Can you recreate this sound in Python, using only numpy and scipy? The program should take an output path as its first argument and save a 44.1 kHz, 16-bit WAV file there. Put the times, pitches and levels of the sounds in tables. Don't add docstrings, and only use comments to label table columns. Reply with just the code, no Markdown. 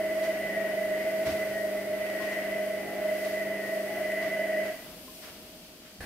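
import sys
import numpy as np
from scipy import signal
from scipy.fft import rfft, irfft, next_fast_len
from scipy.io import wavfile
from scipy.ndimage import uniform_filter1d, map_coordinates

SR = 44100
rng = np.random.default_rng(int(sys.argv[2]) if len(sys.argv) > 2 else 0)


def materialize(psi):
    bounded = np.clip(np.atleast_2d(psi).T, -1, 1)
    quanta = np.round(bounded * 32767).astype(np.int16)
    wavfile.write(sys.argv[1], SR, quanta)


def rack_gain(trim_db):
    fader = np.asarray(trim_db, float)
    return 10 ** (fader / 20)


N = 266937
T = np.arange(N) / SR
MAINS_HZ = 49.98
CUT_S = 4.69


def unit(x):
    return x / np.sqrt(np.mean(x ** 2) + 1e-20)


def along(points, hz):
    f, v = np.transpose(points)
    return np.interp(np.log(hz + 1), np.log(f + 1), v)


def curves(rows):
    s, *columns = np.transpose(rows)
    return [np.interp(T, s, column) for column in columns]


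def wobble(rate):
    knots = rng.standard_normal(int(N * rate / SR) + 4)
    return map_coordinates(knots, [T * rate])


def bumps(rows, rest_db):
    swell_power = sum(rack_gain(2 * db) * np.exp(-((T - s) / half) ** 2) for s, half, db in rows)
    return 10 * np.log10(rack_gain(2 * rest_db) + swell_power)


def filtered(x, response):
    m = next_fast_len(N + SR // 2)
    return irfft(rfft(x, m) * response(np.fft.rfftfreq(m, 1 / SR)), m)[..., :N]


# (frequency [Hz], likeness [-1 to 1])
ALIKE = [(25, .99), (60, .96), (125, .97), (300, .9), (600, .95), (1200, .6), (2200, .5), (3500, .1)]


def rush(gain, alike=ALIKE):
    def mid_side(hz):
        turn = np.arccos(np.clip(along(alike, hz), -1, 1)) / 2
        return gain(hz) * np.array([np.cos(turn), np.sin(turn)])
    mid, side = filtered(rng.standard_normal((2, N)), mid_side)
    return unit(np.array([mid + side, mid - side]))


def tone(phase, db, lead, pan_db):
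    side = np.array([[.5], [-.5]])
    return np.sqrt(2) * rack_gain(db + pan_db * side) * np.sin(phase + lead * side)


def onset(s, rise):
    return 1 - np.exp(-(np.clip(T - s, 0, None) / rise) ** 2)


def driven(t60):
    return rack_gain(-60 * np.clip(T - CUT_S, 0, None) / t60)


# (time [s], whine pitch [Hz], whine level [dB])
WHINE_PATH = [(0, 631, -30.5), (.25, 634, -33.5), (.52, 626.4, -38.5), (.85, 624.2, -31.5),
              (1.2, 638, -31.5), (1.4, 633.5, -32.5), (1.58, 625.4, -37), (1.74, 622, -32.5),
              (2.02, 623.5, -33), (2.32, 625.7, -40), (2.58, 622.2, -33.5), (3.28, 621.3, -31.5),
              (3.5, 629, -38), (3.68, 626, -39.5), (3.8, 624.4, -34), (4.1, 625.5, -34), (4.24, 627.8, -38),
              (4.48, 628.8, -34.5)]
# (time [s], depth [Hz])
LIFTS = [
    (.86, 3.95),
    (1.86, 6.5),
    (2.89, 13),
    (3.93, 11),
]
COAST_HZ, COAST_FROM_DB = 623.5, -34.5


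def speed():
    inertia_s, lift_half_s, stall_hz, stall_db_per_hz = 0.063, .1, 620, 1.5
    whine_hz, whine_db = curves(WHINE_PATH + [(CUT_S - .07, COAST_HZ, COAST_FROM_DB)])
    whine_hz = uniform_filter1d(whine_hz, round(inertia_s * SR), mode="nearest")
    for s, depth_hz in LIFTS:
        whine_hz = whine_hz - depth_hz * np.exp(-((T - s) / lift_half_s) ** 2)
    return whine_hz, whine_db - stall_db_per_hz * np.clip(stall_hz - whine_hz, 0, None)


# (multiple of the mains [x], rms level [dB])
HUM_LINES = [(2, -65.5), (3, -71), (4, -47.5), (5, -61.5), (6, -52.5), (7, -53), (8, -49), (9, -63),
             (10, -60), (11, -53.5), (12, -59), (14, -86), (15, -60), (17, -66.5), (18, -88), (21, -80),
             (23, -69), (27, -67.5), (30, -83), (34, -70), (36, -76), (46, -76)]
# (offset from the whine [mains multiples], rms level [dB], gain towards a resonance [dB/Hz])
SIDEBANDS = [(-10, -78, 0), (-8, -74.5, 1.5), (-6, -55.5, 0.88), (-5, -56, -0.3), (-4, -51.5, -0.02),
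             (-3, -81, -1.5), (-2, -55, 0.32), (-1, -53, 0.5), (1, -55, -0.2), (2, -67.5, 1), (3, -63.5, 0),
             (4, -62.5, 0), (6, -72, 0.5), (8, -76, 0.5), (17, -63, 0.5), (21, -68, 0.5), (25, -55, 0),
             (29, -59.5, 0.5), (31, -64, -0.5)]
# (time [s], level [dB])
SURGES = [(0, -37.5), (.28, -33.5), (.6, -31.5), (.8, -34), (1.1, -36), (1.3, -37), (1.572, -34.5),
          (1.9, -39), (2.5, -38.5), (2.72, -38), (3.099, -36.5), (3.3, -39.5), (3.5, -36.5), (3.76, -35),
          (4.2, -36.5), (4.38, -37.5)]


def hum():
    surge_half_s, surge_rest_db, coast_drop_db, dying_t60 = 0.072, -45, -22, 0.26
    whine_hz, whine_db = speed()
    surge_db = bumps([(s, surge_half_s, db) for s, db in SURGES], surge_rest_db)
    mains = 2 * np.pi * MAINS_HZ * T
    whine = 2 * np.pi * np.cumsum(whine_hz) / SR + .1 * wobble(30)
    stray_hz = whine_hz - whine_hz.mean()

    lines = np.zeros((2, N))
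    for k, db in HUM_LINES:
        phase = k * mains + rng.uniform(0, 2 * np.pi)
        lines += tone(phase, db + 1.04 * wobble(6.28), -.25 + 0.47 * wobble(0.65), 0.36)
    for k, db, slope in SIDEBANDS:
        phase = whine + k * mains + rng.uniform(0, 2 * np.pi)
        level_db = db + slope * stray_hz + 2.0 * wobble(3.98)
        lines += tone(phase, level_db, -.25 + 0.71 * wobble(0.78), 1.0)

    main = tone(whine, whine_db + 0.46 * wobble(9) + 1.74 * wobble(24.86), -0.47, -1.2)
    main += tone(13 * mains + .35 * wobble(12), surge_db + .9 * wobble(25), -.32, -1.7)
    fall = driven(dying_t60) + rack_gain(coast_drop_db) * (1 - driven(dying_t60))
    return driven(0.12) * lines + main * fall * driven(11)


# (centre [s], half length [s], pitch [Hz], level [dB])
SWELLS = [
    (0.296, .08, 848, -67),
    (0.553, 0.1, 822, -58),
    (1.778, 0.1, 823, -60),
    (2.904, 0.1, 820, -50.5),
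    (2.934, 0.067, 708, -44),
    (3.933, 0.048, 826, -50.5),
    (3.95, .08, 707, -58),
]


def swells():
    return sum(tone(2 * np.pi * hz * T, db - 4 * ((T - s) / half) ** 4, -0.45, .5)
               for s, half, hz, db in SWELLS)


# (centre [s], half length [s], pitch [Hz], level [dB])
SINGS = [(.04, 0.13, 2015, -42), (0.443, 0.065, 2005, -39.5), (0.693, 0.027, 2002, -47.5),
         (0.999, 0.09, 2027, -44.5), (1.44, 0.08, 2012, -43), (1.8, 0.059, 2015, -46),
         (2.024, 0.083, 2018, -46), (2.4, 0.18, 2022, -45.5), (2.593, .05, 2008, -43.5),
         (3.06, .08, 2007, -45), (3.413, 0.13, 2014, -43), (3.688, 0.064, 2004, -40),
         (4.05, .08, 2008, -43), (4.2, 0.075, 2013, -39), (4.399, 0.11, 2013, -42.5),
         (4.621, .07, 2017, -44)]
# (offset [ripples], low panel [dB], high panel [dB])
RIPPLE = [(-5, -22, -20.5), (-2, -39, -16), (-2, -17, -20), (-1, -11.5, -24), (-1.5, -32, -24),
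          (1.5, -34, -16), (2.5, -18, -36), (6.5, -29, -38), (10, -27, -18.5)]


def panels():
    low_centre_hz, tuning_hz, tuning_wide_hz, pull_hz = 1900.5, 625.8, 2.4, 4
    low_peak_db, low_rest_db, high_rest_db = -39.5, -60, -51.5
    off = (speed()[0] - tuning_hz) / tuning_wide_hz
    low_hz = low_centre_hz + pull_hz * off / (1 + off ** 2 / 4)
    low_db = low_rest_db + (low_peak_db - low_rest_db) / (1 + off ** 2) + 1.2 * wobble(8.09)
    high_hz, = curves([(s, hz) for s, _, hz, _ in SINGS])
    high_db = bumps([(s, half, db) for s, half, _, db in SINGS], high_rest_db) - 2.0

    low = 2 * np.pi * np.cumsum(low_hz) / SR + 0.15 * wobble(25.04)
    high = 2 * np.pi * np.cumsum(high_hz) / SR + 0.37 * wobble(35)
    out = tone(low, low_db + 1.2 * wobble(27.6), 0.52, 0.81)
    out += tone(high, high_db + 3 * wobble(40), 0.4, -0.37)

    ripple = 4 * np.pi * MAINS_HZ * T
    for k, by_low_db, by_high_db in RIPPLE:
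        low_side_db = 0.66 * low_db - 22 + by_low_db + 4.2 * wobble(4.65)
        high_side_db = 0.57 * high_db - 19.5 + by_high_db + 2.1 * wobble(7)
        out += tone(low + k * ripple, low_side_db, 1.0, .5) * driven(.3)
        out += tone(high + k * ripple, high_side_db, 0.94, .5) * driven(.3)
    return out * driven(0.3)


# (frequency [Hz], width [Hz], level [dB])
CABINET_MODES = [(321, 37, -23), (539, 39, -22.5), (637.6, 28.7, -7), (701, 43, -16), (833, 20, -34.5),
                 (1492, 14.5, -22.5), (1690, 165, -28.5), (1880, 43, -21), (1962, 95, -13), (2015, 44, -10),
                 (2200, 140, -30), (3070, 370, -34)]
# (frequency [Hz], level [dB])
RUMBLE = [(30, -120), (60, -42.5), (200, -32.5), (450, -29.5), (900, -36.5), (2500, -34.5), (4000, -49.5),
          (9000, -120)]


def cabinet():
    def modes(f):
        return sum((-1) ** k * rack_gain(db) * 1j * f * width / (centre ** 2 - f * f + 1j * f * width)
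                   for k, (centre, width, db) in enumerate(CABINET_MODES))
    kicks = 1 + 0.13 * np.cos(4 * np.pi * MAINS_HZ * T)
    coast = filtered(rush(modes), lambda f: 1 / (1 + (f / 1100) ** 4))
    ringing = rush(modes) * driven(0.62) + rack_gain(-15) * coast * driven(7.2)
    ringing = ringing * rack_gain(-40.5 + 2.1 * wobble(2.765))
    broad = rush(lambda f: rack_gain(along(RUMBLE, f))) * (driven(0.47) + rack_gain(-5) * driven(10.0))
    return ringing + kicks * rack_gain(-51.5 + 1.35 * wobble(8)) * broad


# (time [s], slap level [dB], thud level [dB], rise [s], t60 [s])
DROPS = [(0.219, -46, -68, 0.014, 0.29), (1.245, -42.5, -50, 0.021, 0.52), (1.42, -70, -64.5, 0.057, 0.86),
         (2.2, -50, -78, 0.028, 0.54), (2.31, -54, -74, 0.015, 0.26), (3.22, -49, -72, 0.026, 0.72),
         (4.19, -45, -67, 0.048, 0.52), (4.63, -52, -66, .015, .35), (4.83, -72, -62, 0.019, 0.29),
         (5.21, -51.5, -82, 0.016, 0.58), (5.28, -70, -70, 0.017, 0.32), (5.41, -76.5, -66, 0.012, .2),
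         (5.821, -59, -71, .02, 0.41)]
# (frequency [Hz], level [dB])
SLAP = [(100, -120), (300, 3), (1000, 1.5), (1600, 3.5), (2100, 2.5), (3000, 1), (5500, -4), (8000, -12),
        (15500, -16.5)]
# (frequency [Hz], level [dB])
THUD = [(20, -120), (40, -26), (70, -1), (88, -0.5), (110, -13), (135, -2), (170, -15), (250, -8),
        (450, -10.5), (900, -120)]


def laundry():
    slap, thud = np.zeros(N), np.zeros(N)
    for s, slap_db, thud_db, rise, t60 in DROPS:
        t = np.clip(T - s, 0, None)
        strike = onset(s, rise)
        decay = rack_gain(-60 * t / t60)
        scatter = 0.27 * rack_gain(-60 * t / 0.91)
        slap += rack_gain(slap_db + 5) * strike * (decay + scatter)
        thud += rack_gain(thud_db + 15.5) * strike * decay
    splashy = rack_gain(1.5 * wobble(60))
    wet_slap = slap * splashy * rush(lambda f: rack_gain(along(SLAP, f)))
    return wet_slap + thud * rush(lambda f: rack_gain(along(THUD, f)))


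# (frequency [Hz], level [dB per Hz])
LOCK = [(18, -29), (30, -2), (184, -10), (738, -16.5), (1280, -23), (1620, -7.5), (3130, -28.5),
        (4280, -23), (6870, -34), (9170, -29), (15900, -34)]


def lock():
    push_s, push_rise_s, push_db = 5.978, 0.011, -45
    bolt_s, bolt_rise_s, bolt_db, bolt_t60 = 6.003, 0.0023, -40.5, 2.3
    rattle_db = bolt_db - 60 * np.clip(T - bolt_s, 0, None) / bolt_t60 + 1.8 * wobble(120)
    rattle = rack_gain(rattle_db) * rush(lambda f: rack_gain(along(LOCK, f)) * (f > 250))
    push = rack_gain(push_db) * rush(lambda f: rack_gain(along(LOCK, f)) * (f < 250))
    return onset(bolt_s, bolt_rise_s) * rattle + onset(push_s, push_rise_s) * push


# (time [s], peak level [dB], pitch [Hz], t60 [s], noisy edge [ratio])
TICKS = [(2.066, -30, 2600, 0.013, 1.1), (2.1, -30, 2420, 0.0097, 1.38), (2.204, -38, 1068, 0.17, 0.4),
         (2.31, -41, 1050, 0.064, 0.25), (2.537, -39, 2600, 0.0087, 1.2), (3.112, -37, 2784, .01, 1.2),
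         (3.557, -37, 2802, .01, 1.16), (4.119, -29, 2707, .01, 1.2), (4.655, -42, 1547, 0.11, 0.8),
         (5.08, -42, 1042, 0.082, 0.2), (6.008, -31, 1710, 0.016, 0.5)]


def ticks():
    out, t = np.zeros(N + SR), np.arange(SR // 4) / SR
    for s, db, hz, t60, edge in TICKS:
        ping = np.sin(2 * np.pi * hz * t) * (1 - np.exp(-t / 0.00038))
        rough = edge * rng.standard_normal(len(t))
        out[round(s * SR):][:len(t)] += rack_gain(db - 60 * t / t60) * (ping + rough)
    return filtered(out[:N], lambda f: 1j * f / (900 + 1j * f) / (1 + 1j * f / 3500) ** 2)


# (frequency [Hz], t60 [s])
ROOM = [(100, .5), (600, 0.29), (2000, 0.38), (8000, 0.18)]


def room(x):
    hz, t, z = signal.stft(rng.standard_normal((2, SR // 2)), SR, nperseg=256)
    decay = rack_gain(-60 * t / along(ROOM, hz)[:, None])
    tail = signal.istft(z * decay, SR, nperseg=256)[1]
    return signal.fftconvolve(x, tail / np.linalg.norm(tail[0]), axes=1)[:, :N]


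# (frequency [Hz], level [dB per Hz])
SPRAY = [(1900, -8.5), (3200, -3), (3600, -9.5), (4750, -3), (5600, -7), (7270, -10), (8900, -7),
         (9650, -6.5), (10400, -8), (12300, -5.5), (13250, -2.5), (14000, -6), (15100, -8), (15900, -15)]
# (frequency [Hz], level [dB per Hz])
DRUM = [(12, -36), (20, -14), (53, -4), (99, -15), (145, -7), (180, -0.5), (290, -2), (526, -11),
        (637, -6.5), (868, -15.5), (2260, -21.5), (3550, -15), (6000, -32), (7800, -51), (13200, -120)]


def air():
    spray_db, thins_db_per_s, dulls_from_s, dulls_db_per_s = -52, 3, 4.98, 5
    drum_db, sinks_db_per_s, loose_db, loose_s = -58.5, 0.66, 6, 0.29
    brush_hz, brush_wide_hz, brush_db = 9670, 350, -63.5
    pan_db = np.array([[1.3], [-1.3]])
    coasting = np.clip(T - CUT_S, 0, None)

    spray = rush(lambda f: rack_gain(along(SPRAY, f)) / (1 + (1700 / (f + 1)) ** 6), [(4000, -0.2), (12000, -0.1)])
    top = filtered(spray, lambda f: 1 / (1 + (8500 / (f + 1)) ** 8))
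    bright_db = -dulls_db_per_s * np.clip(T - dulls_from_s, 0, None)
    spray = spray + (rack_gain(bright_db) - 1) * top
    thinning_db = spray_db - thins_db_per_s * coasting + 4
    spray = spray * rack_gain(thinning_db + 0.32 * wobble(9) + 0.72 * wobble(4.0) + pan_db)

    loosening_db = loose_db * coasting / loose_s * np.exp(1 - coasting / loose_s)
    rumble_db = drum_db - sinks_db_per_s * T + loosening_db + 6.5
    drum = rack_gain(rumble_db + 1.8 * wobble(4.5)) * rush(lambda f: rack_gain(along(DRUM, f)))

    brushes = rush(lambda f: np.exp(-((f - brush_hz) / brush_wide_hz) ** 2), [(9000, 0)])
    return spray + drum + rack_gain(brush_db + 1.2 * wobble(12) + pan_db) * driven(.4) * brushes


def scene():
    small = ticks()[None]
    sing = panels()
    motor = hum() + swells() + sing + rack_gain(-9.0) * room(sing) + cabinet()
    return motor + laundry() + lock() + small + rack_gain(-6) * room(small) + air()


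def band_limit(x):
    return signal.sosfilt(signal.butter(12, 16060, fs=SR, output="sos"), x)


def record(dry):
    top_hz = 15760
    mix = filtered(dry, lambda hz: hz < top_hz)
    return band_limit(mix)


dry = scene()
out = record(dry)
materialize(out)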